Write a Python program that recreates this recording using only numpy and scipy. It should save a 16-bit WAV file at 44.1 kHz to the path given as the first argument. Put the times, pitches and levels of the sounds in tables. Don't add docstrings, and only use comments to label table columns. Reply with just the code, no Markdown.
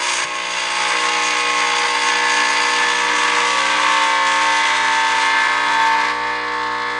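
import sys
import numpy as np
from scipy import signal
from scipy.fft import rfft, irfft, next_fast_len
from scipy.io import wavfile
from scipy.ndimage import uniform_filter1d, map_coordinates

SR = 44100
rng = np.random.default_rng(int(sys.argv[2]) if len(sys.argv) > 2 else 0)


def store_wav(level_fs):
    pcm = np.round(np.clip(np.atleast_2d(level_fs), -1, 1) * 32767)
    wavfile.write(sys.argv[1], SR, pcm.T.astype(np.int16))


N = 308259
TIME = np.arange(N) / SR

MAINS_HZ = 60.02
STRIKE_SHARE, STRIKE_DELAY = .12, .14
THUD_S, CATCH_S, RECOVER_S = .243, 0.012, 0.61
TIGHTEN_S = 4.94
SETTLE_S, SETTLE_TAKES_S = 6.11, 0.027

# t/s, pressure/0-1
PRESSURE = [(0, 0.01), (1.9, 0), (2.6, 0.06), (3.6, 0.63), (4.2, 0.76), (7, 0.98)]
# t/s, play/0-1
PLAY = [(0, 0.87), (1.05, 0.66), (1.35, 0.63), (1.55, 0.57), (1.88, 0.7), (2.2, 0.58), (2.72, 0.85),
        (2.95, 0.71), (3.25, 0.91), (3.92, 0.97), (4.15, 0.31), (4.7, 0.74), (4.9, 0.48), (5.15, 0.76),
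        (6.1, 0.53), (6.99, 0.17)]
# place/cycles, low-pressure level/dB, full-pressure level/dB
CONTACTS = [(.03, -1, 3.5), (0.131, 0.5, -6.5), (.23, 3, -0.5), (.35, 0, 3), (0.459, 2.5, 0.5),
            (.6, -4, 1.5), (0.801, 1, 0.5), (.9, -1.5, 2)]


def buzz(knock_hz=780, wander_db=2):
    overtones = [(1, -61, -55.5), (2, -79, -50), (3.02, -58, -54.5), (4, -67.5, -62.5), (5, -48, -46),
                 (6, -46, -49), (7, -53, -45.5), (8, -44, -42), (9, -43.5, -47.5), (10.2, -42.5, -41),
                 (11, -42.5, -48.5), (12, -51, -43.5), (13, -58, -41), (14.1, -34, -41), (15.1, -34.5, -26),
                 (16, -35.5, -31), (17, -44, -37.5), (18, -31, -27.5), (19, -41, -30.5), (20, -54, -40.5),
                 (21, -34, -32.5), (22, -48, -36), (23, -43.5, -40), (24, -51, -43), (25, -39, -37),
                 (26, -41, -43.5), (27, -38.5, -37), (28, -45, -32), (29, -41, -27.5), (30, -50.5, -39),
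                 (32, -46, -33.5), (33, -32.5, -38.5), (34, -33.5, -31), (35, -33, -32.5), (36, -44.5, -50),
                 (37, -36, -48.5), (38, -41, -39), (41, -38.5, -50)]
    pressure = curve(PRESSURE)
    knock_db = shot_level(db=0, priming_db=-9.5, dip_db=-8.5, play_db=-1, tighten_db=-1, settle_db=-3)
    out = np.zeros(N)
    for order, low_db, full_db in overtones:
        knock_share = 1 / (1 + (knock_hz / (order * MAINS_HZ)) ** 6)
        db = low_db + pressure * (full_db - low_db)
        db = db + knock_share * (knock_db + wander_db * wobble(1.454))
        db = 10 * np.log10(amp(db) ** 2 + panel_power(round(order)))
        out += overtone(round(order), db, pressure)
    return out


def overtone(order, db, pressure, waver_db=1.6):
    hz = order * MAINS_HZ
    share, low_db, full_db = np.transpose(CONTACTS)
    low, full = amp([low_db, full_db]) @ np.exp(-2j * np.pi * order * share)
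    contact_phase = np.angle(low) + pressure * np.angle(full / low)
    spread = 2 * np.pi * (hz / 1400) ** 2
    drift = hz / 1000 * (.3 * wobble(2) + .1 * wobble(9))
    phase = 2 * np.pi * hz * TIME + contact_phase + spread + drift
    return amp(db + waver_db * wobble(7)) * np.sqrt(2) * np.cos(phase)


def panel_power(order, fade_s=0.19):
    # start t/s, length/s, overtone order, level/dB
    panels = [(-.05, 0.21, 16, -28.5), (0.257, 0.11, 18, -28), (.4, 3.5, 3, -51), (.65, 1.3, 14, -32.5),
              (.7, 5.8, 41, -41), (.85, 2.72, 8, -35.5), (0.896, 1.88, 18, -27.5), (.92, 6.3, 5, -43),
              (1.2, .9, 35, -33), (1.8, 1.09, 15, -28.5), (1.947, 5.15, 4, -49.5), (1.98, 0.66, 28, -31.5),
              (2.025, 1.33, 29, -26), (2.7, 1.55, 16, -30), (2.946, 1.18, 19, -26.5), (3.45, 1.1, 9, -34.5),
              (3.554, 2.54, 26, -30), (3.778, 1.65, 15, -23.5), (3.8, 0.74, 18, -24.5),
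              (4.75, 1.05, 29, -25.5), (5.2, .35, 35, -25), (5.68, 0.37, 15, -21.5), (6.06, 1.1, 8, -36)]
    power = np.zeros(N)
    for start, length, sung_order, db in panels:
        if round(sung_order) == order:
            onset = start - fade_s / 2
            swell = ramp(onset, fade_s) - ramp(onset + length, fade_s)
            power += (amp(db) * swell) ** 2
    return power


def case_chatter(scatter_s=0.000411, flutter_db=1.46, pressed_db=-2):
    # f/Hz, relative level/dB
    case_colour = [(60, -47.5), (130, -30.5), (230, -31), (330, -20), (430, -27), (520, -18.5), (740, -22),
                   (890, -6), (1080, -4), (1200, -12), (1400, -14.5), (1720, -2.5), (1860, -11.5),
                   (2060, -4.5), (2400, -11), (3200, -41.5)]
    times, sizes = contacts()
    knocks = pulses(times + rng.normal(0, scatter_s, len(times)), sizes * rng.choice([-1, 1], len(times)))
    case = coloured(echoing(knocks, ring_t60=0.013, room_t60=0.16, room_db=-10), case_colour)
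    level_db = shot_level(db=-25.5, priming_db=-1, dip_db=-8.5, play_db=9.5, tighten_db=1, settle_db=-7.5)
    level_db += pressed_db * curve(PRESSURE) ** 2
    return amp(level_db + flutter_db * wobble(24)) * case


def rattle(flicker_db=1.33):
    # f/Hz, relative level/dB
    clatter_colour = [(1500, -37), (2150, -10), (2380, 0.5), (2750, 4), (3050, -1), (3750, -3), (4300, -55)]
    jingle_colour = [(3400, -36), (3900, 5.5), (5000, 2), (5350, 2), (6000, -46)]
    sizzle_colour = [(4700, -42), (5450, 6.5), (6950, 6.5), (7200, 5), (8000, 4), (8600, -3), (10100, -6)]
    steel = steel_ring(landings())
    clatter_db = shot_level(db=-25.5, priming_db=-1, dip_db=-6, play_db=2.5,
                            tighten_db=-6.5, settle_db=-4.5)
    jingle_db = shot_level(db=-31.5, priming_db=-1, dip_db=-8.5, play_db=3, tighten_db=-3, settle_db=-3.5)
    sizzle_db = shot_level(db=-32, priming_db=2.5, dip_db=-8.5, play_db=4, tighten_db=-9, settle_db=-4.5)
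    sizzle_db += flicker_db * wobble(22)
    clatter = amp(clatter_db) * coloured(steel, clatter_colour)
    jingle = amp(jingle_db) * coloured(steel, jingle_colour)
    sizzle = amp(sizzle_db) * coloured(steel, sizzle_colour)
    return clatter + jingle + sizzle


def landings(tight_s=.000018, slack_s=.000085, pressed_share=0.58, scatter_db=3, hardness=1.16):
    times, sizes = contacts()
    scatter_s = tight_s * (slack_s / tight_s) ** curve(PLAY, times)
    scatter_s *= pressed_share ** curve(PRESSURE, times)
    late, force = rng.standard_normal((2, len(times)))
    blows = sizes ** hardness * amp(scatter_db * force)
    return echoing(pulses(times + scatter_s * late, blows), ring_t60=0.02, room_t60=0.53, room_db=-3)


def steel_ring(hits, swell_db=2, shake_db=1):
    # f/Hz, width/Hz, low-pressure gain/dB, full-pressure gain/dB
    steel_modes = [(2476, 56, 2.5, -12.5), (2784, 35, -4.5, -28), (3076, 39, -4.5, -3.5),
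                   (3440, 180, -0.5, 2), (3700, 130, -28.5, 1), (4204, 47, -4.5, 7), (4714, 220, 8.5, -4),
                   (6024, 120, 4, -1.5), (6520, 120, 8, -8.5), (8300, 46, 10.5, 4.5), (9250, 130, 10, 2.5)]
    pressure = curve(PRESSURE)
    steel = hits
    for hz, width, low_db, full_db in steel_modes:
        ring = filtered(hits, lambda f: 1j * f * width / (hz * hz - f * f + 1j * f * width))
        ring_db = low_db + pressure * (full_db - low_db) + swell_db * wobble(4.18)
        steel = steel + amp(ring_db) * ring
    shake = np.sin(2 * np.pi * (MAINS_HZ * TIME - STRIKE_DELAY * pressure))
    return steel * amp(shake_db * shake)


def contacts(creep_s=0.0001604, creep_rate=1.6):
    share, low_db, full_db = np.transpose(CONTACTS)
    strokes = np.arange(int(TIME[-1] * MAINS_HZ) + 1)
    times = (strokes[:, None] + share) / MAINS_HZ
    times += creep_s * np.transpose([np.interp(t, TIME, wobble(creep_rate)) for t in times.T])
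    sizes = amp(low_db + curve(PRESSURE, times) * (full_db - low_db))
    return times.ravel(), sizes.ravel()


def piston(db=-40, scatter_db=3.5):
    # f/Hz, relative level/dB
    tick_colour = [(2200, -27), (3200, -4.5), (4200, -2.5), (5200, -8), (7000, -14.5), (10000, -29)]
    strokes = np.arange(int(TIME[-1] * MAINS_HZ) + 1)
    pressure = curve(PRESSURE, strokes / MAINS_HZ)
    times = (strokes + STRIKE_SHARE + STRIKE_DELAY * pressure) / MAINS_HZ
    ticks = pulses(times, amp(scatter_db * rng.standard_normal(len(times))))
    ticks = echoing(ticks, ring_t60=0.0037, room_t60=0.11, room_db=-2)
    striking = ramp(THUD_S, RECOVER_S) * (1 - ramp(SETTLE_S, SETTLE_TAKES_S))
    return amp(db) * striking * coloured(ticks, tick_colour)


def thud(hz=148, db=-40, t60=0.23):
    age = np.maximum(TIME - THUD_S, 0)
    return amp(db - 60 * age / t60) * np.sin(2 * np.pi * hz * age)


def room_tone(db=-57, wander_db=1.5):
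    # f/Hz, relative level/dB
    kitchen_colour = [(20, 1.5), (45, -4), (90, -5.5), (150, -1), (400, -2.5), (2000, -26.5), (10000, -30)]
    return amp(db + wander_db * wobble(4.2)) * coloured(rng.standard_normal(N), kitchen_colour)


def shot_level(db, priming_db, dip_db, play_db, tighten_db, settle_db):
    caught = ramp(THUD_S, CATCH_S)
    start = priming_db * (1 - caught) + dip_db * caught * (1 - ramp(THUD_S, RECOVER_S))
    tightening = tighten_db * ramp(TIGHTEN_S, SETTLE_S - TIGHTEN_S)
    settling = settle_db * ramp(SETTLE_S, SETTLE_TAKES_S)
    return db + start + play_db * (curve(PLAY) - .5) + tightening + settling


def echoing(x, ring_t60, room_t60, room_db):
    t = np.arange(SR // 3) / SR
    ring = unit(rng.standard_normal(len(t)) * amp(-60 * t / ring_t60))
    room = unit(rng.standard_normal(len(t)) * amp(-60 * t / room_t60))
    response = rfft(ring + amp(room_db) * room, 2 * SR)
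    response /= np.sqrt(uniform_filter1d(np.abs(response) ** 2, size=300))
    return signal.fftconvolve(x, irfft(response)[:len(t)])[:N]


def pulses(times, sizes):
    at = times[:, None] * SR
    taps = np.floor(at).astype(int) + np.arange(-7, 9)
    shape = np.sinc(taps - at) * np.cos(np.pi * (taps - at) / 16) ** 2
    return np.bincount(np.clip(taps, 0, N).ravel(), (sizes[:, None] * shape).ravel(), N + 1)[:N]


def coloured(x, points):
    f, db = np.transpose(points)
    return unit(filtered(x, lambda hz: amp(np.interp(np.log(hz + 1), np.log(f), db))))


def filtered(x, response):
    size = next_fast_len(N + SR // 2)
    return irfft(rfft(x, size) * response(np.fft.rfftfreq(size, 1 / SR)), size)[:N]


def curve(rows, times=TIME):
    return np.interp(times, *np.transpose(rows))


def wobble(rate):
    knots = rng.standard_normal(int(TIME[-1] * rate) + 4)
    coarse = TIME[::64]
    return np.interp(TIME, coarse, map_coordinates(knots, [coarse * rate]))


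def ramp(start_s, length_s):
    return np.clip((TIME - start_s) / length_s, 0, 1)


def amp(db):
    return 10 ** (np.asarray(db) / 20)


def unit(x):
    return x / np.sqrt(np.mean(x ** 2) + 1e-20)


def scene():
    kitchen = room_tone()
    return (buzz() + piston() + case_chatter() + rattle() + thud() + kitchen)[None]


def record(dry, top_hz=10080):
    return filtered(dry[0], lambda hz: hz < top_hz)[None]


dry = scene()
out = record(dry)
store_wav(out)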